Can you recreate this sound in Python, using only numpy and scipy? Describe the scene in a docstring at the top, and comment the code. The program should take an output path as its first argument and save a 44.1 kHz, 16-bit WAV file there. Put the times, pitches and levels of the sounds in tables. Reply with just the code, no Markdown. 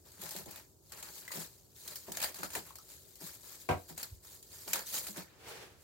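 """Cling film crackles as it is stretched over a ceramic bowl: stick-slip grains shaped by creases and sheet.
Patches snap free in bursts of noise; the slack sheet flaps in broad bands and taut strands ping in narrow ones.
The bowl lands with a double clack and decaying modes, two dull thuds are swelling sines, and an apron rustles.
A small hard kitchen answers with decaying noise, over coloured air noise and an unsteady low hum."""
import sys
import numpy as np
from scipy import signal
from scipy.fft import rfft, irfft, next_fast_len
from scipy.io import wavfile
from scipy.ndimage import uniform_filter1d, map_coordinates

SR = 44100
rng = np.random.default_rng(int(sys.argv[2]) if len(sys.argv) > 2 else 0)


def log_audio(samples):
    """Write samples as a 16-bit WAV file to the path given in sys.argv[1]."""
    # one column per channel
    frames = np.atleast_2d(samples).T
    # limit to full scale, then quantise
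    limited = np.clip(frames, -1, 1)
    pcm = np.round(limited * 32767).astype(np.int16)
    wavfile.write(sys.argv[1], SR, pcm)


N = 257103  # length in samples


def amp(db):
    """Level: decibels to amplitude ratio."""
    return 10 ** (np.asarray(db) / 20)


def unit(x):
    """Normalisation: scale to rms 1."""
    return x / np.sqrt(np.mean(x ** 2) + 1e-20)


def along(points, hz):
    """Spectral interpolation: read (f, value) points on a logarithmic frequency axis."""
    f, value = np.transpose(points)
    return np.interp(np.log(hz + 1), np.log(f + 1), value)


def curves(rows):
    """Linear interpolation in time: one value per sample for each column after t."""
    s, *columns = np.transpose(rows)
    return [np.interp(np.arange(N) / SR, s, column) for column in columns]


def wobble(rate):
    """Band-limited random modulation: a smooth curve through `rate` random knots a second."""
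    knots = rng.standard_normal(int(N * rate / SR) + 4)
    return map_coordinates(knots, [np.arange(N) * rate / SR])


def add(track, s, sound):
    """Superposition: mix a sound into a track at s seconds."""
    part = track[..., max(round(s * SR), 0):][..., :sound.shape[-1]]
    part += sound[..., :part.shape[-1]]


def colour(x, spectrum):
    """Minimum-phase filtering: a causal filter of unit power gain through (f, dB) points."""
    n = x.shape[-1]
    m = 2 * next_fast_len(n // 2 + SR // 20)
    gain = amp(along(spectrum, np.fft.rfftfreq(m, 1 / SR)))
    # folding the cepstrum onto positive times makes the response causal
    cepstrum = irfft(np.log(unit(gain) + 1e-6), m)
    cepstrum[1:m // 2] *= 2
    cepstrum[m // 2 + 1:] = 0
    return irfft(rfft(x, m) * np.exp(rfft(cepstrum)), m)[..., :n]


# Correlation between the two microphones: f/Hz, likeness (1 = identical)
LIKENESS = [(150, 0.65), (400, 0.48), (1000, 0.39), (2200, 0), (12000, 0)]


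def diffuse(size):
    """Diffuse-field coherence: white noise at two microphones, alike in the bass, unrelated in the treble."""
    m = next_fast_len(size, True)
    likeness = along(LIKENESS, np.fft.rfftfreq(m, 1 / SR))
    turn = np.arccos(np.clip(likeness, -1, 1)) / 2
    spectra = rfft(rng.standard_normal((2, m))) * [np.cos(turn), np.sin(turn)]
    mid, side = irfft(spectra, m)[:, :size]
    return np.array([mid + side, mid - side])


def scatter(power, t60, direct, wet_db, room_t60):
    """Energy-decay scattering: power arrives directly, via sheet and counter, and via the walls."""
    t = np.arange(SR // 3) / SR
    # decays of energy, hence 120 in place of 60
    near = amp(-120 * t / t60)
    far = amp(-120 * t / room_t60) * (1 - np.exp(-t / 0.0045))
    paths = near / near.sum() + amp(2 * wet_db) * far / far.sum()
    arriving = np.abs(signal.fftconvolve(power, paths)[:N])
    spread = np.sqrt(arriving) * diffuse(N)
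    straight = direct * np.sqrt(power) * rng.choice([-1, 1], N)
    return (spread + straight) / np.hypot(1, direct)


# Relative spectrum of creasing film: f/Hz, density/dB per Hz
CREASE_SPECTRUM = [(900, -21), (2700, -9), (4100, 0), (6000, -1), (7600, 2.5), (8600, -1.5), (10200, -3),
                   (12000, 1), (16000, -1.5)]
# Relative spectrum of the taut sheet: f/Hz, density/dB per Hz
SHEET_SPECTRUM = [(90, -14.5), (175, -0.5), (260, -7.5), (380, 0), (600, 0.5), (1500, 2), (2100, -2.5),
                  (3000, -6), (6000, -9.5), (12000, -48)]


def crackle(clump_db):
    """Stick-slip friction: clumps of tiny slips, fizzing in the creases and lower in the taut sheet."""
    fine, taut = effort()
    grains = clicks(rate=5200, spread_db=4.5) * sticking(hold_db=-3.5, hold=.014)
    slips = unit(amp(clump_db * wobble(240)) * grains)
    creases = scatter((fine * slips) ** 2, t60=.005, direct=.55, wet_db=-4, room_t60=.12)
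    sheet = scatter((taut * slips) ** 2, t60=0.01, direct=0.32, wet_db=-2, room_t60=0.086)
    return colour(creases, CREASE_SPECTRUM) + colour(sheet, SHEET_SPECTRUM)


def clicks(rate, spread_db):
    """Random impulse process: slips at random moments with clipped log-normal sizes, rms 1."""
    sizes = amp(spread_db * np.clip(rng.standard_normal(N), -2, 2))
    return unit((rng.random(N) < rate / SR) * sizes * rng.choice([-1, 1], N))


# Light crinkle while the fingers only hold the film: t/s, crease level/dB
HOLDING_CRINKLE = [(0, -70), (0.5, -58.5), (0.78, -75), (1.0, -51), (1.5, -60.5), (1.68, -68), (2.0, -55),
                   (2.8, -60), (3.8, -59.5), (4.2, -69), (4.7, -53.5), (5.15, -57), (5.3, -75), (5.75, -82),
                   (5.83, -60)]
# Hands pulling or smoothing the film: t/s, length/s, crease level/dB, sheet level/dB
HAND_PULLS = [(0.032, 0.19, -61.5, -68.5), (0.185, 0.21, -47, -54.5), (0.465, 0.13, -55, -58),
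              (0.895, 0.2, -61, -58.5), (1.128, 0.058, -49, -63), (1.197, 0.099, -69, -62),
              (1.299, 0.13, -43.5, -53.5), (1.741, 0.24, -55, -72.5), (1.834, .13, -51.5, -60.5),
              (2.053, 0.042, -55.5, -56.5), (2.132, 0.16, -47.5, -53), (2.32, 0.15, -49.5, -56.5),
              (2.512, 0.061, -42, -48), (2.634, 0.073, -57, -63.5), (2.87, 0.075, -54.5, -66.5),
              (3.189, 0.11, -48.5, -59), (3.302, 0.054, -54.5, -64.5), (3.422, .135, -52.5, -64),
              (3.583, 0.033, -53, -70), (3.873, 0.026, -49.5, -60), (3.96, 0.075, -47, -55.5),
              (4.062, 0.09, -60.5, -93), (4.221, 0.15, -54.5, -69), (4.489, 0.15, -53.5, -65.5),
              (4.652, 0.12, -44.5, -55), (4.72, 0.065, -40.5, -44.5), (4.845, 0.15, -44.5, -63),
              (4.911, 0.081, -37, -51), (5.015, 0.077, -45, -56), (5.138, 0.055, -47, -49),
              (5.246, 0.13, -82, -67), (5.465, 0.035, -52, -80)]
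HOLD_SHEET_DB = -15.5  # a held sheet is slack and sounds weaker than its creases
GRIP_S, RELEASE_S = 0.026, .12  # linear build-up time; t60 of the first fall after a pull
SETTLE_DB, SETTLE_S = -3, 0.25  # the relaxing folds soon outlast that fall: starting level, t60


def effort():
    """Addition of power: each pull builds, holds and lets go over the crinkle of the held film."""
    t = np.arange(N) / SR
    held_db, = curves(HOLDING_CRINKLE)
    power = amp([held_db, held_db + HOLD_SHEET_DB]) ** 2
    for s, length, crease_db, sheet_db in HAND_PULLS:
        after = np.maximum(t - s - length, 0)
        release = amp(-60 * after / RELEASE_S)
        settling = amp(SETTLE_DB - 60 * after / SETTLE_S)
        envelope = np.clip((t - s) / GRIP_S, 0, 1) * np.maximum(release, settling)
        power += (amp([[crease_db], [sheet_db]]) * envelope) ** 2
    return np.sqrt(power)


# Stuck patches that let go: t/s, crack level/dB, pop level/dB
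PATCH_SNAPS = [(0.117, -44.5, -69), (0.215, -35, -46), (0.234, -33, -54), (0.2558, -39, -58),
               (0.2903, -34, -59), (0.307, -32.5, -51), (0.362, -32, -38), (0.4574, -41, -55),
               (0.509, -37.5, -52), (0.5581, -38.5, -39), (0.9197, -35, -42), (0.9723, -51, -42.5),
               (1.026, -36, -38), (1.2775, -39, -49), (1.3161, -34.5, -45), (1.8765, -32, -43),
               (1.956, -29.5, -42.5), (2.1184, -28, -36), (2.17, -28, -28), (2.2008, -29, -33),
               (2.2158, -27.5, -27.5), (2.225, -23.5, -27.5), (2.2357, -25, -26.5), (2.2416, -23, -24),
               (2.3429, -37, -39), (2.357, -39, -43), (2.4313, -29.5, -31), (2.5025, -38, -40),
               (2.5506, -34.5, -23), (2.7544, -38, -45.5), (2.784, -41, -64), (3.1547, -42.5, -76),
               (3.9768, -31.5, -39), (4.0287, -27, -37.5), (4.426, -41.5, -64), (4.6774, -36, -35),
               (4.7314, -17, -22), (4.756, -35, -29), (4.7905, -39, -33.5), (5.0672, -31, -36),
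               (5.1693, -35, -47)]
# Relative spectrum of the popping sheet: f/Hz, density/dB per Hz
POP_SPECTRUM = [(120, -8), (350, -20), (700, 0.5), (1000, -5.5), (1500, -1), (2100, -5), (2800, -6),
                (4500, -12.5), (12000, -9)]
SNAP_T60 = 0.027  # s, how fast an avalanche of slips dies


def snaps(build):
    """Sudden release of strain: a patch lets go in an avalanche of slips and pops the stretched sheet."""
    t = np.arange(SR // 8) / SR
    avalanche = amp(-60 * t / SNAP_T60) * (1 - np.exp(-t / build))
    crack_power, pop_power = np.zeros((2, N))
    for s, crack_db, pop_db in PATCH_SNAPS:
        add(crack_power, s, (amp(crack_db) * avalanche) ** 2)
        add(pop_power, s, (amp(pop_db) * avalanche) ** 2)
    cracks = scatter(crack_power, t60=.004, direct=.4, wet_db=-4, room_t60=.14)
    pops = scatter(pop_power, t60=.005, direct=.4, wet_db=-3, room_t60=.16)
    return colour(cracks, CREASE_SPECTRUM) + colour(pops, POP_SPECTRUM)


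def sticking(hold_db, hold):
    """Static friction: the film clings, so its crackle is quieter just before each patch lets go."""
    t = np.arange(SR // 20) / SR
    dip = np.zeros(N)
    for row in PATCH_SNAPS:
        add(dip, row[0] - t[-1], np.exp(-(t[::-1] / hold) ** 2))
    return amp(hold_db * np.minimum(dip, 1))


def shifting(x, depth_db):
    """Time-varying filtering: every fold has its own size, so the colour changes from moment to moment."""
    z = signal.stft(x, nperseg=256)[2]
    field = rng.standard_normal(z.shape[1:])
    for axis in (0, 1):
        field = uniform_filter1d(field, size=4, axis=axis)
    return signal.istft(z * unit(amp(depth_db * unit(field))), nperseg=256)[1][:, :N]


def counter(x, echo_db, spread):
    """Early reflection: bowl and counter throw six close echoes, up to `spread` s late, to each microphone."""
    paths = np.zeros((2, SR // 50))
    for side in paths:
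        side[0] = 1
        delays = rng.uniform(spread / 10, spread, size=6)
        for delay, sign in zip(delays, rng.choice([-1, 1], size=6)):
            add(side, delay, np.array([sign * amp(echo_db)]))
    return signal.fftconvolve(x, paths / np.linalg.norm(paths[0]), axes=1)[:, :N]


# Where the hands work: t/s, left minus right treble level/dB
HAND_PLACE = [(0, 5), (1.4, 4), (2.3, 2), (3.3, 6.5), (4.4, 0.5), (5, 1), (5.8, -1)]


def placed(x, shadow_hz):
    """Acoustic shadow: the camera's body tilts the balance of the two microphones for short waves only."""
    place, = curves(HAND_PLACE)
    highpass = signal.butter(1, shadow_hz, "highpass", fs=SR, output="sos")
    treble = signal.sosfiltfilt(highpass, x)
    return x + treble * (amp(np.array([place, -place]) / 2) - 1)


# The sheet goes slack: t/s, level/dB, brightness/dB per octave
SLACK_FLAPS = [(0.179, -59.5, 0), (0.224, -52, 8.5), (0.344, -48, 5), (0.388, -56, 5), (0.458, -49, 6.5),
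               (1.339, -51.5, 1), (1.368, -46, 2), (2.079, -46, 8), (2.386, -51.5, 1), (2.428, -48.5, 9.5),
               (2.554, -44.5, 10.5), (3.21, -51, 1.5), (3.894, -51, 2.5), (4.666, -50.5, 5),
               (5.078, -54.5, -3), (5.167, -45, 3.5)]
# Bands of the loose sheet's wobble, the lowest arriving last: f/Hz, width/Hz, level/dB, delay/s
SLACK_BANDS = [(710, 610, -12, 0), (422, 690, -9, 0.0016), (344, 150, -4.5, 0.00046), (178, 52, 1, 0.014)]
FLAP_S = 0.021  # twice the time the bump takes to peak


def flaps():
    """Loss of tension: the slack sheet gives a soft, rough bump whose lowest band comes last."""
    t = np.arange(SR // 6) / SR
    f = np.fft.rfftfreq(len(t), 1 / SR)
    pivot_hz = SLACK_BANDS[2][0]  # the brightness tilts about this band
    out = np.zeros((2, N))
    for s, db, tilt in SLACK_FLAPS:
        for hz, width, mode_db, delay in SLACK_BANDS:
            u = 2 * np.maximum(t - delay, 0) / FLAP_S
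            swell = u * np.exp(1 - u)
            band = irfft(rfft(diffuse(len(t))) / (1 + (2 * (f - hz) / width) ** 4), len(t))
            gain = amp(db + mode_db + tilt * np.log2(hz / pivot_hz))
            add(out, s, gain * unit(band * swell) * np.sqrt(np.mean(swell ** 2)))
    return out


# Taut strands plucked by the fingers: t/s, level before level_db/dB, f/Hz
STRAND_PLUCKS = [(1.279, -40.5, 2030), (1.306, -44, 1210), (1.317, -43.5, 2050), (2.432, -34.5, 1460),
                 (2.706, -48, 1050), (2.786, -51.5, 1220)]


def plucks(level_db, t60, width_hz):
    """Damped resonance: a taut strand gives a short, rough ping of narrow-band noise."""
    t = np.arange(SR // 10) / SR
    f = np.fft.rfftfreq(len(t), 1 / SR)
    fade = amp(-60 * t / t60)
    out = np.zeros((2, N))
    for s, db, hz in STRAND_PLUCKS:
        band = irfft(rfft(diffuse(len(t))) / (1 + (2 * (f - hz) / width_hz) ** 2), len(t))
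        add(out, s, amp(db + level_db) * unit(band * fade) * np.sqrt(np.mean(fade ** 2)))
    return out


# The bowl's foot lands and rocks: t/s, level before clack_db/dB
FOOT_KNOCKS = [(3.689, -16.5), (3.709, -19.5)]
# Modes of bowl and counter: f/Hz, level before ring_db/dB
BOWL_MODES = [(91.5, -48), (242.2, -51), (290.7, -46.5), (371.4, -43), (495.3, -43), (640.6, -46.5),
              (716.0, -42), (969.0, -45.5), (1104, -48), (1238, -60), (1303, -68), (1405, -55), (1583, -47),
              (1626, -68), (2213, -55), (2562, -66), (2832, -73)]
# Relative spectrum of the contact: f/Hz, density/dB per Hz
CLACK_SPECTRUM = [(50, -9), (90, -21), (150, 3), (220, -9.5), (480, -6.5), (740, 3.5), (900, -5.5),
                  (1150, -9), (1500, -13), (1800, -18), (2200, -11), (3200, -21.5), (6000, -28),
                  (14000, -32.5)]


def bowl(ring_db, clack_db, clack_t60, ring_t60, apart):
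    """Modal vibration: the filled bowl lands, rings briefly between the hands, and clacks at each contact."""
    t = np.arange(SR // 2) / SR
    out = np.zeros((2, N))
    for hz, db in BOWL_MODES:
        # the hands damp the high modes soonest; ring_t60 is the low-frequency limit
        t60 = ring_t60 / (1 + hz / 3000)
        # shorter waves reach the two microphones further out of step
        phase = 2 * np.pi * (rng.random() + hz * apart * rng.standard_normal((2, 1)))
        envelope = amp(db + ring_db - 60 * t / t60) * (1 - np.exp(-t / 0.0078))
        add(out, FOOT_KNOCKS[0][0], envelope * np.sin(2 * np.pi * hz * t + phase))
    for s, db in FOOT_KNOCKS:
        burst = diffuse(len(t)) * amp(-60 * t / clack_t60)
        add(out, s, amp(db + clack_db) * colour(burst, CLACK_SPECTRUM))
    return out


# Dull thuds as weight settles on the counter: t/s, peak level/dB, f/Hz, t60/s
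COUNTER_THUDS = [(3.702, -32, 87, 0.046), (4.113, -39.5, 80, 0.063)]


def thud(rise):
    """Damped oscillation: a soft, heavy sine that swells for a cycle or two, then decays."""
    t = np.arange(SR // 2) / SR
    swell = 1 - np.exp(-(2 * t / rise) ** 2)
    out = np.zeros(N)
    for s, db, hz, t60 in COUNTER_THUDS:
        fade = amp(db - 60 * np.maximum(t - rise, 0) / t60)
        add(out, s, fade * swell * np.sin(2 * np.pi * hz * t))
    return out


# Reverberation of the kitchen: f/Hz, t60/s
KITCHEN_T60 = [(100, 0.17), (500, 0.19), (2000, 0.17), (7000, 0.085), (15000, 0.088)]


def kitchen(x, wet_db, gap):
    """Reverberation: the sound plus a noise tail from counter and walls, building up over `gap` seconds."""
    hz, t, z = signal.stft(diffuse(SR // 2), SR, nperseg=256)
    decay = amp(-60 * t / along(KITCHEN_T60, hz)[:, None])
    tail = signal.istft(z * decay, SR, nperseg=256)[1]
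    tail = tail * (1 - np.exp(-(np.arange(tail.shape[1]) / SR / gap) ** 2))
    tail = tail / np.linalg.norm(tail[0])
    return x + amp(wet_db) * signal.fftconvolve(np.atleast_2d(x), tail, axes=1)[:, :N]


# Apron rustle: t/s, level before level_db/dB
APRON_RUSTLE = [(5.38, -64.5), (5.435, -56.5), (5.49, -50), (5.63, -52.5), (5.77, -70), (5.83, -72)]
# Relative spectrum of the cloth: f/Hz, density/dB per Hz
CLOTH_SPECTRUM = [(59, -32), (100, -6), (241, -19), (443, -1.5), (535, -9.5), (904, -8.5), (1020, -13.5),
                  (1460, -10), (4540, -16), (15000, -26.5)]


def apron(level_db, rough_db):
    """Sliding friction: cloth rustles as coloured noise while the cook leans round the bowl."""
    level, = curves(APRON_RUSTLE)
    t = np.arange(N) / SR
    inside = (t > APRON_RUSTLE[0][0]) & (t < APRON_RUSTLE[-1][0])
    moving = uniform_filter1d(1. * inside, SR // 20)
    cloth = unit(colour(diffuse(N), CLOTH_SPECTRUM))
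    return cloth * moving * amp(level + level_db + rough_db * wobble(54))


# Relative spectrum of room air and hiss: f/Hz, density/dB per Hz
AIR_SPECTRUM = [(15, -17), (25, -22), (59, 6), (97, 5.5), (236, -6.5), (384, -1), (503, -6.5), (1480, -25),
                (2760, -64), (3720, -27.5), (7310, -17.5), (9840, -23.5), (14800, -20.5), (16000, -23)]
# Appliance hum: f/Hz, level/dB
HUM_TONES = [(84, -74), (120, -77), (172, -83.5), (378, -76)]


def background(air_db, waver):
    """Stationary noise and phase modulation: room air, microphone hiss and a slightly unsteady hum."""
    t = np.arange(N) / SR
    # waver is the rms phase swing in radians at the random knots
    hum = sum(amp(db) * np.sin(2 * np.pi * hz * t + waver * wobble(8.7)) for hz, db in HUM_TONES)
    return amp(air_db) * unit(colour(diffuse(N), AIR_SPECTRUM)) + hum


def scene():
    """Superposition of film, bowl, cloth and background in the kitchen."""
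    film = crackle(clump_db=1.0) + snaps(build=0.0013)
    film = counter(shifting(film, depth_db=2.4), echo_db=-17, spread=.004)
    film = placed(film, shadow_hz=6200)
    knock = bowl(ring_db=14.5, clack_db=-11.0, clack_t60=0.16, ring_t60=0.2, apart=0.00026)
    bumps = knock + flaps() + plucks(level_db=-0.5, t60=0.051, width_hz=330) + thud(rise=0.017)
    room = kitchen(bumps, wet_db=-12.0, gap=0.013)
    return film + room + apron(level_db=2, rough_db=1.0) + background(air_db=-64.5, waver=1.6)


def record(dry):
    """Band limitation: the camera cuts the deep bass and keeps nothing from 16 kHz up."""
    m = next_fast_len(N + SR // 10)
    hz = np.fft.rfftfreq(m, 1 / SR)
    low_cut = signal.butter(3, 45, "highpass", fs=SR, output="sos")
    return irfft(rfft(signal.sosfilt(low_cut, dry), m) * (hz < 16000), m)[:, :N]


dry = scene()
out = record(dry)
log_audio(out)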